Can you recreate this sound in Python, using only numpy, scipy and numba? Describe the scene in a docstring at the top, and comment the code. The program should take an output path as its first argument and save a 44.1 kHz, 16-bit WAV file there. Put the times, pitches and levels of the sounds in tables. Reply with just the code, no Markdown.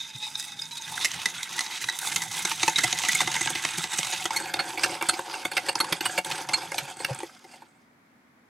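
"""At first a whisk drags through dry sugar in a glass bowl: noise-like grains excite resonant modes, the low
ones gliding. Blows (quick patters of wires), long and short, ring the same modes, and the grinding eases twice
in each turn. As yolk wets the sugar the mix turns gritty, then creamy: mode levels and damping change, and the
bowl knocks on the counter as decaying sines over low shaking. Last the whisk lifts out and the force falls
away. Short wall echoes follow the glass, and an appliance's hum and hiss, made of shaped noise, lasts
throughout; the stereo microphone is close."""
import sys
import numpy as np
from scipy import signal
from scipy.fft import rfft, irfft
from scipy.io import wavfile
from scipy.ndimage import uniform_filter1d
from numba import njit

SR = 44100
rng = np.random.default_rng(int(sys.argv[2]) if len(sys.argv) > 2 else 0)


def dump_mix(stems):
    """Bounce the given channels to the path in sys.argv[1] as a 16-bit WAV at rate SR."""
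    frames = np.atleast_2d(stems).T  # one column per channel
    limited = np.clip(frames, -1, 1)  # hard clip at full scale
    pcm = np.round(limited * 32767).astype(np.int16)
    wavfile.write(sys.argv[1], SR, pcm)


N = 374394
T = np.arange(N) / SR
DRY_UNTIL_S, GRITTY_FROM_S, GRITTY_UNTIL_S, CREAMY_FROM_S = .8, 1.0, 4.0, 4.502
STAGE_S = (DRY_UNTIL_S, GRITTY_FROM_S, GRITTY_UNTIL_S, CREAMY_FROM_S)
LOW_HZ = 1200  # modes below this count as the low ring


def undb(db):
    """Level: amplitude gain is the exponential of decibels."""
    return np.exp(np.asarray(db) * (np.log(10) / 20))


def unit(x):
    """Normalisation: scale to an rms value of 1."""
    return x / np.sqrt(np.mean(x ** 2))


def on_log(hz, table):
    """Logarithmic pitch scale: interpolate (f/Hz, value) rows over log frequency."""
    table_hz, values = np.transpose(table)
    return np.interp(np.log(hz), np.log(table_hz), values)


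@njit
def ring(x, hz, width):
    """Resonance: a state-variable band-pass with moving centre and width, gain 1 at the centre."""
    y, band, low = np.empty(len(x)), 0., 0.
    for i in range(len(x)):
        g = np.tan(np.pi * hz[i] / SR)
        k = width[i] / hz[i]
        v = (band + g * (x[i] - low)) / (1 + g * (g + k))
        band = 2 * v - band
        low = low + 2 * g * v
        y[i] = k * v
    return y


def resonant_noise(hz, width):
    """Random excitation: one fixed resonance driven by white noise, at rms 1."""
    return unit(ring(rng.standard_normal(N), np.full(N, float(hz)), np.full(N, float(width))))


def walk(rate):
    """Slow modulation: random levels held 1 / rate s and smoothed twice; spread near 1."""
    hold = int(SR / rate)
    steps = np.repeat(rng.standard_normal(N // hold + 1), hold)
    return 1.06 * uniform_filter1d(uniform_filter1d(steps, hold), hold)[:N]


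# spectrum of the kitchen, before its overall level is set: (f/Hz, spectral level/dB per Hz)
KITCHEN_SPECTRUM = [(30, -29), (118, -10), (194, -7.5), (239, 0), (374, -14), (2230, -17), (2680, -27.5),
                    (8080, -36.5), (16000, -37)]
KITCHEN_DB = -60  # rms level


def kitchen():
    """Stationary noise: shaped hum and hiss of an appliance, its bass nearly alike left and right."""
    hz = np.maximum(np.fft.rfftfreq(N, 1 / SR), 1)
    mid, side = rfft(rng.standard_normal((2, N))) * undb(on_log(hz, KITCHEN_SPECTRUM))
    side = side * np.clip(hz / 900, .2, 1)
    return unit(irfft(np.array([mid + side, mid - side]), N)) * undb(KITCHEN_DB)


def walls(x, t60=0.11, level_db=-13):
    """Reverberation: counter and cupboards return dense, decaying echoes; the treble differs in each ear."""
    t = np.arange(SR // 4) / SR
    decay = np.exp(-np.log(1000) * t / t60) * (t > .002)
    echo = rng.standard_normal((2, len(t))) * decay
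    mid, side = echo / np.sqrt(np.sum(echo ** 2, axis=1, keepdims=True))
    side = 0.79 * signal.lfilter([1, -.4], [1], side)
    echo = np.array([mid + side, mid - side])
    return undb(level_db) * signal.fftconvolve(x, echo, axes=1)[:, :N]


# resonances of the counter shaken by stirring: (f/Hz, bandwidth/Hz, level/dB before the stirring force)
COUNTER_MODES = [(121, 29, -4.5), (162, 17, -4)]
SHAKE_DB = -37.5  # shaking relative to the force of the wires


def counter_shaking(drag_db):
    """Forced vibration: low resonances of the counter follow the stirring force and flutter."""
    flutter_db = 6 * walk(18)
    shaking = sum(undb(db) * resonant_noise(hz, width) for hz, width, db in COUNTER_MODES)
    return shaking * undb(uniform_filter1d(drag_db, 4096) + SHAKE_DB + flutter_db)


JOLT_DB, JOLT_S = -45, 0.022  # level relative to the blow's force; decay time constant


def counter_jolts():
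    """Impulse response: each blow starts an exponentially dying burst of resonant noise."""
    force = np.zeros(N)
    blow_s, blow_db = np.array(BLOWS)[:, :2].T
    force[(blow_s * SR).astype(int)] = undb(blow_db + JOLT_DB)
    force = signal.lfilter([1], [1, -np.exp(-1 / (JOLT_S * SR))], force)
    return force * resonant_noise(190, 200)


# the bowl rocks on the counter: (t/s, envelope peak level/dB before rattle and sway, f/Hz)
KNOCKS = [(0.147, -37, 129), (2.443, -39.5, 178), (2.677, -40.5, 160), (2.844, -34.5, 125),
          (3.135, -39, 162), (3.777, -33, 165), (3.989, -36, 164), (5.918, -34, 168), (6.179, -35.5, 180),
          (6.822, -38, 139), (7.106, -30.5, 131)]
SETTLE_S = .009  # a knock swells for this long as the foot settles, then fades


def foot_knocks():
    """Transient vibration: each knock of the bowl's foot is a swelling, fading sine, roughened by rattle."""
    t = np.arange(SR // 4) / SR
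    envelope = np.e * t / SETTLE_S * np.exp(-t / SETTLE_S)
    rattle = undb(4 * walk(90))
    out = np.zeros(N)
    for s, db, hz in KNOCKS:
        at = int(s * SR)
        knock = envelope * np.sin(2 * np.pi * hz * t)
        out[at:at + len(t)] += undb(db) * rattle[at:at + len(t)] * knock
    return out


SWAY_DB = 2.4  # spread of the left minus right level


def counter(drag_db):
    """Structure-borne sound: shaking, jolts and knocks wander left and right as the bowl rocks."""
    out = counter_shaking(drag_db) + counter_jolts() + foot_knocks()
    return out * undb(SWAY_DB * walk(22) * np.array([[.5], [-.5]]))


# how hard the wires press through the mix, before easing: (t/s, force level/dB)
PRESSURE = [(0, -20.5), (.12, -26.5), (.35, -20.5), (.6, -24), (1.04, -19), (1.5, -19.5), (2.1, -16),
            (2.8, -12), (3.5, -13), (4.2, -15), (4.9, -14.5), (5.25, -20.5), (6.1, -15.5), (6.85, -17.5),
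            (7.25, -27), (7.33, -35.5), (7.56, -33.5), (7.68, -45), (7.95, -61.5)]
# each turn around the bowl ends as the wires ease off and come down again: (t/s, easing/dB)
TURNS = [(.19, 4.5), (0.555, 7), (.7, 5), (1.245, 2.5), (1.51, 3), (1.8, 4), (1.985, 5), (2.297, 9.5),
         (2.56, 0.5), (2.75, 4.5), (2.96, 5.5), (3.25, 3.5), (3.879, 5.5), (4.11, 0.5), (4.3, 7.5),
         (4.535, 8.5), (4.77, 6.5), (5.007, 9), (5.237, 5), (5.505, 11), (5.745, 11), (6.0, 10),
         (6.237, 18), (6.478, 13.5), (6.711, 6.5), (6.961, 7)]
EASE_S, LAND_S = 0.053, 0.03
FAR_SIDE_SHARE, FAR_SIDE_S = 0.077, 0.043  # depth of the far-side easing; half its duration


def stirring():
    """Periodic forcing: the drag in dB sinks towards the end of each turn and, less, at its far side."""
    force_db = np.interp(T, *np.transpose(PRESSURE), right=-120)
    end_s, ease_db = np.transpose(TURNS)
    far_s = (end_s + np.append(end_s[1:], end_s[-1])) / 2
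    for s, far, db in zip(end_s, far_s, ease_db):
        force_db = force_db - db * np.interp(T - s, (-EASE_S, 0, LAND_S), (0, 1, 0))
        force_db = force_db - FAR_SIDE_SHARE * db * np.maximum(1 - abs(T - far) / FAR_SIDE_S, 0)
    return force_db


SNAGS_PER_S, SNAG_DB, SNAG_MS = 90, 13, 3.75  # highest rate; largest size; decay time constant


def grit(snags_per_s, share=.2, size_db=2.5):
    """Stick-slip: grains crack at random, in uneven slips; wires catch on sugar lumps and spring free."""
    signs = np.sign(rng.random(N) - .5) * (rng.random(N) < share)
    grains = signs * undb(size_db * np.minimum(rng.exponential(size=N), 5.5))
    snags = (rng.random(N) < snags_per_s / SR) * undb(SNAG_DB) * rng.random(N)
    snags = signal.lfilter([1], [1, -np.exp(-1000 / (SNAG_MS * SR))], snags)
    slips = undb(np.minimum(3 * walk(130), 6.0))
    return unit(grains * (slips + snags))


def grinding(drag_db, hz, width):
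    """Distributed excitation: half the grain power shakes every mode, half only a few neighbours."""
    whole = grit(SNAGS_PER_S * .2) * undb(drag_db - 3)
    parts = [grit(SNAGS_PER_S) * undb(drag_db - 3) for _ in range(6)]
    drive = np.empty((len(hz), N))
    for k in range(len(hz)):
        # the contact skips over the glass, so each mode flares by itself
        flare_db = np.minimum(2.63 * walk(12) + 2.58 * walk(50), 5.5)
        drive[k] = (whole + parts[6 * k // len(hz)]) * undb(flare_db)
    # cream keeps the grains off the clear rings
    cream_db = np.interp(T, (GRITTY_UNTIL_S, CREAMY_FROM_S), (0, -4.5))
    drive[(hz < LOW_HZ) | (width < 150)] *= undb(cream_db)
    return drive


# under dry sugar the low ring slides with the heap it carries; pitch relative to the last row: (t/s, f/Hz)
SLIDE = [(.06, 910), (.142, 840), (.384, 865), (.544, 818), (.718, 930), (.876, 863), (1, 880)]


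def loaded_modes(hz, width):
    """Mass loading and damping: sugar slides the low modes, narrows them and smothers the high ones."""
    pitch = np.repeat(hz[:, None], N, axis=1)
    pitch[hz < LOW_HZ] *= np.interp(T, *np.transpose(SLIDE)) / SLIDE[-1][1]
    loss = np.repeat(width[:, None], N, axis=1)
    loss[hz < LOW_HZ] *= np.interp(T, (DRY_UNTIL_S, GRITTY_FROM_S), (.55, 1))
    loss[hz > 5500] *= np.interp(T, (DRY_UNTIL_S, GRITTY_FROM_S), (2.5, 1))
    return pitch, loss


def patter(ms, length, rise_ms=1.5, bounce_ms=9, bounce_db=-15, share=.3, first_db=10):
    """Multiple impact: the first wire lands hard, others follow for ms, then they chatter away."""
    t_ms = np.arange(length) / SR * 1000
    chatter = undb(bounce_db) * np.exp(-(t_ms - ms) / bounce_ms)
    shape = np.where(t_ms < ms, np.exp(-.3 * t_ms / ms), chatter)
    ticks = (2 * rng.random(length) - 1) * (rng.random(length) < share) * np.sqrt(3 / share)
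    ticks[int(rise_ms * SR / 1000)] = undb(first_db)
    return np.minimum(t_ms / rise_ms, 1) * shape * ticks


# blows on the glass: (t/s, force level/dB, favoured ring f/Hz, relative level of the low ring/dB, patter/ms)
BLOWS = [(0.2244, -12, 3806, -20, 34), (0.5893, -11, 3670, -22, 8.2), (.709, -15.5, 3900, -19, 20),
         (0.769, -13, 3810, -23, 17), (.973, -5.5, 2070, -23, 7.6), (1.009, -12.5, 3700, -22, 32),
         (1.045, 2, 2045, -11, 14), (1.256, 4, 2013, -3, 5.6), (1.579, -9.5, 2037, -12, 7.3),
         (1.606, -3, 3700, -9, 5.1), (1.6624, -10.5, 3760, 7, 5.6), (1.8123, -12.5, 1990, -19, 22),
         (1.84, -5.5, 2050, -10, 5.7), (2.049, -6.5, 1360, -4, 2.1), (2.0695, -3.5, 3700, 7, 7.8),
         (2.116, -6.5, 2090, -7, 14.7), (2.159, 1, 2065, -9, 6.1), (2.3886, -8, 4600, -6, 9.4),
         (2.449, 0.5, 3820, 2, 8.3), (2.5134, -3, 1770, 2, 7.6), (2.6292, 2, 2284, 8.5, 6.6),
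         (2.6778, 0.5, 2530, 7, 7.9), (2.7573, -2, 3800, -18, 8.4), (2.783, 4.5, 1987, -15, 9.6),
         (2.835, 1, 1988, 9.5, 11.5), (2.9263, 2.5, 6800, 13, 4), (3.035, -1, 2040, 7, 3.5),
         (3.0843, 2, 1969, -20.5, 7.4), (3.148, -1.1, 2163, 5, 8.5), (3.2035, -0.5, 859, 4, 6.2),
         (3.2127, -1.5, 2400, 10, 6.3), (3.273, -4, 2030, 9, 7.7), (3.3385, -7, 2010, -3, 5),
         (3.352, -4.5, 1940, 1, 5.5), (3.3616, 0, 2044, 2.5, 5.1), (3.4094, -2, 1990, 5, 8),
         (3.458, 1.5, 1670, 7, 2.8), (3.472, -0.5, 1610, 3, 5.1), (3.5015, -0.5, 1720, 11.5, 4.8),
         (3.5497, -4.5, 2070, 6, 9.3), (3.6487, 5, 2010, -18, 5.1), (3.7803, -2.5, 2440, 11.5, 6.4),
         (3.84, 2, 2010, 11, 1.74), (3.9321, -4, 1960, -2, 8), (3.986, 0, 6500, 9, 5.9),
         (4.1235, -5.5, 2680, 1, 16), (4.254, 0, 3340, 2.5, 7.6), (4.305, -5, 4410, 2, 4.6),
         (4.3607, -3.5, 4300, -7, 16), (4.537, -0.5, 3650, -2, 5.7), (4.59, -2, 4245, -10, 16),
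         (4.774, -5.5, 2220, -3, 10.6), (4.8325, 2.5, 1780, -12, 16), (5.01, -6, 1650, -1, 8.3),
         (5.0234, -1, 2290, -4, 4.7), (5.086, 3.5, 1525, -10, 13), (5.131, -9.5, 2130, -3, 11.5),
         (5.1912, -7.5, 1554, 3.5, 5.7), (5.3387, -9, 2750, 0.5, 5), (5.45, 1, 4600, -5, 6.7),
         (5.5145, -9.5, 4370, -2, 8.7), (5.5668, 3, 2137, -14, 14.1), (5.684, 0, 2386, -3, 13),
         (5.753, 0.5, 4750, -5, 6.2), (5.801, 2, 4227, -12.5, 12.8), (5.842, -6.5, 1930, -5, 6.2),
         (5.923, 3.5, 2450, -5, 8.1), (6.006, 0, 2080, -9.5, 6.8), (6.053, 0, 2820, -6, 14),
         (6.177, -3, 1684, 0, 14.3), (6.2454, -6, 2120, -12, 6.9), (6.312, -7, 2844, -24, 12.4),
         (6.4873, -6.5, 2076, -5, 9.2), (6.533, 1, 4300, -10, 14.3), (6.7166, -6.5, 2150, 2, 4.9),
         (6.78, 0, 4140, -15, 9.9), (7.001, -16.5, 1720, 5.5, 8.7), (7.0453, 0, 2270, -13, 5.9),
         (7.0837, -25.5, 532, 12, 38), (7.202, -13, 2300, 1, 4.5), (7.231, -10.5, 2330, 5, 2),
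         (7.441, -32.5, 2060, 10, 12), (7.5116, -30.5, 4930, -2, 16), (7.5336, -28, 2070, 3, 11),
         (7.6184, -32.5, 1490, 5, 13)]
# further blows on the glass, all short with a common length and weaker rings below their spot: (t/s, force
# level/dB, favoured ring f/Hz)
SHORT_BLOWS = [(.353, -4, 6260), (.425, -11.5, 6140), (.618, -7.5, 4960), (.653, -14, 6490), (.82, -9.5, 6500),
               (1.115, -9, 6500), (1.429, -0.5, 3750), (1.59, -2, 2070), (1.886, -1.5, 1990), (1.896, -4, 3800),
               (1.9872, -2, 3830), (2.695, -4.5, 6500), (2.9861, 0, 2044), (3.13, 0, 6850), (4.029, -6.5, 2840),
               (4.792, -4.5, 2300), (6.3, -10, 6660), (6.742, -4, 1730), (6.968, -16, 8300), (7.132, -19, 5030),
               (7.146, -12, 8300), (7.188, -11.5, 8300)]
SHORT_MS, SHORT_LOW_DB = 4, -3.5  # length of each short blow; relative level of the rings below its spot


def strike(drive, pitch, loss, hz, width, stages):
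    """Impact excitation: a blow favours modes near its spot, shares out its energy and retunes one mode."""
    dry, gritty, creamy = stages
    length = 2048  # samples
    hits = [(*blow, LOW_HZ) for blow in BLOWS]
    hits += [(*tick, SHORT_LOW_DB, SHORT_MS, .8 * tick[2]) for tick in SHORT_BLOWS]
    for s, db, spot_hz, low_db, ms, low_hz in hits:
        at = int(s * SR)
        spot_db = 6.35 * np.clip(rng.standard_normal(len(hz)), -3, 1.3)
        near = np.argmin(abs(np.log(hz / spot_hz)) + width / hz)
        spot_db[hz == hz[near]] = 4.
        share = undb(spot_db + 14.0 * np.exp(-(np.log(hz / spot_hz) / 0.032) ** 2))
        # the energy is shared out among the modes, whichever it favours
        stage_db = dry if s < DRY_UNTIL_S else gritty if s < CREAMY_FROM_S else creamy
        uptake = width * undb(stage_db) ** 2
        share = share * np.sqrt(np.sum(uptake) / np.sum(uptake * share ** 2))
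        # wires pressing on the spot pull the nearest mode to its pitch, and it rings clearer
        pitch[near, at:at + length] = np.clip(spot_hz, .92 * hz[near], 1.08 * hz[near])
        loss[near, at:at + length] = 0.77 * width[near]
        tilt_db = np.where(hz < low_hz, low_db, 0)
        drive[:, at:at + length] += np.outer(share * undb(db + tilt_db), patter(max(ms, 1), length))


# mean stereo balance of the modes: (f/Hz, left minus right level/dB)
LEAN = [(100, -6.5), (500, 2.5), (1200, -2.5), (5000, -2), (9000, -3), (13000, 7)]


def beam(tone, hz):
    """Directivity: high modes beam their sound, and the beams swing as the bowl is pushed about."""
    pan_db = on_log(hz, LEAN) + hz / 5000 * walk(45)
    return tone * undb(np.array([pan_db, -pan_db]) / 2)


# modes of bowl and wires, before loading and damping; wide rows are the dense, damped modes:
# (f/Hz, bandwidth/Hz, level under dry sugar/dB, level when gritty/dB, level when creamy/dB)
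BOWL_MODES = [(337, 43.6, -22, -19.5, -3.5), (546, 44, -37, -27.5, -5), (745, 62, -24, -15, -1),
              (885, 98, -3, -9, 2), (1320, 400, -18.5, -15.5, -13.5), (1592, 240, -11.5, -11.5, -9),
              (2015, 80, -9.5, -8, -10.5), (2197, 130, -13.5, -9.5, -8), (2553, 110, -8, -18, -16),
              (2740, 66, -48, -25.5, -8), (2880, 2040, -20, -13.5, -18.5), (3287, 350, -15.5, -13.5, -15),
              (3717, 210, 0.5, -10, -22.5), (4300, 74, -32.5, -28, -10), (4845, 340, -10.5, -34, -17),
              (6500, 710, -15.5, -15.5, -22.5), (8300, 830, -35, -12.5, -15),
              (8130, 3080, -18, -13.5, -20.5), (8750, 65, -20, -17, -14), (10410, 270, -28, -20, -20.5),
              (11700, 140, -24, -26, -17.5), (13700, 700, -41.5, -34, -37)]


def bowl(drag_db):
    """Modal synthesis: grinding and blows drive resonances whose level and damping follow the mix."""
    hz, width, *stages = np.transpose(BOWL_MODES)
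    dry, gritty, creamy = stages
    drive = grinding(drag_db, hz, width)
    pitch, loss = loaded_modes(hz, width)
    strike(drive, pitch, loss, hz, width, stages)
    damping = np.interp(T, STAGE_S, (0.44, 1.0, 0.7, 1.0))  # dry sugar damps the glass less than wet yolk
    out = np.zeros((2, N))
    for k in range(len(hz)):
        stage_db = np.interp(T, STAGE_S, (dry[k], gritty[k], gritty[k], creamy[k]))
        # the moving load of the mix shifts the pitch
        waver_hz = .02 * hz[k] * np.clip(hz[k] / 2000, .4, 1) * walk(9) * damping
        force = drive[k] * undb(stage_db) + 1e-18  # tiny offset keeps the filter off denormals
        tone = (-1) ** k * ring(force, pitch[k] + waver_hz, loss[k] * damping)
        out += beam(tone, hz[k])
    return out


def scene():
    """Superposition: kitchen, counter, glass and its echoes add."""
    drag_db = stirring()
    glass = bowl(drag_db)
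    return kitchen() + counter(drag_db) + walls(glass) + glass


TOP_HZ = 15900  # upper edge of the recorder's band


def record(dry):
    """Band limitation: the recorder dulls the treble, cuts the deep bass and the top."""
    dry = signal.sosfilt(signal.butter(2, 14000, fs=SR, output="sos"), dry)
    dry = signal.sosfilt(signal.butter(2, 70, "high", fs=SR, output="sos"), dry)
    return signal.sosfilt(signal.ellip(10, .2, 90, TOP_HZ, fs=SR, output="sos"), dry)


dry = scene()
out = record(dry)
dump_mix(out)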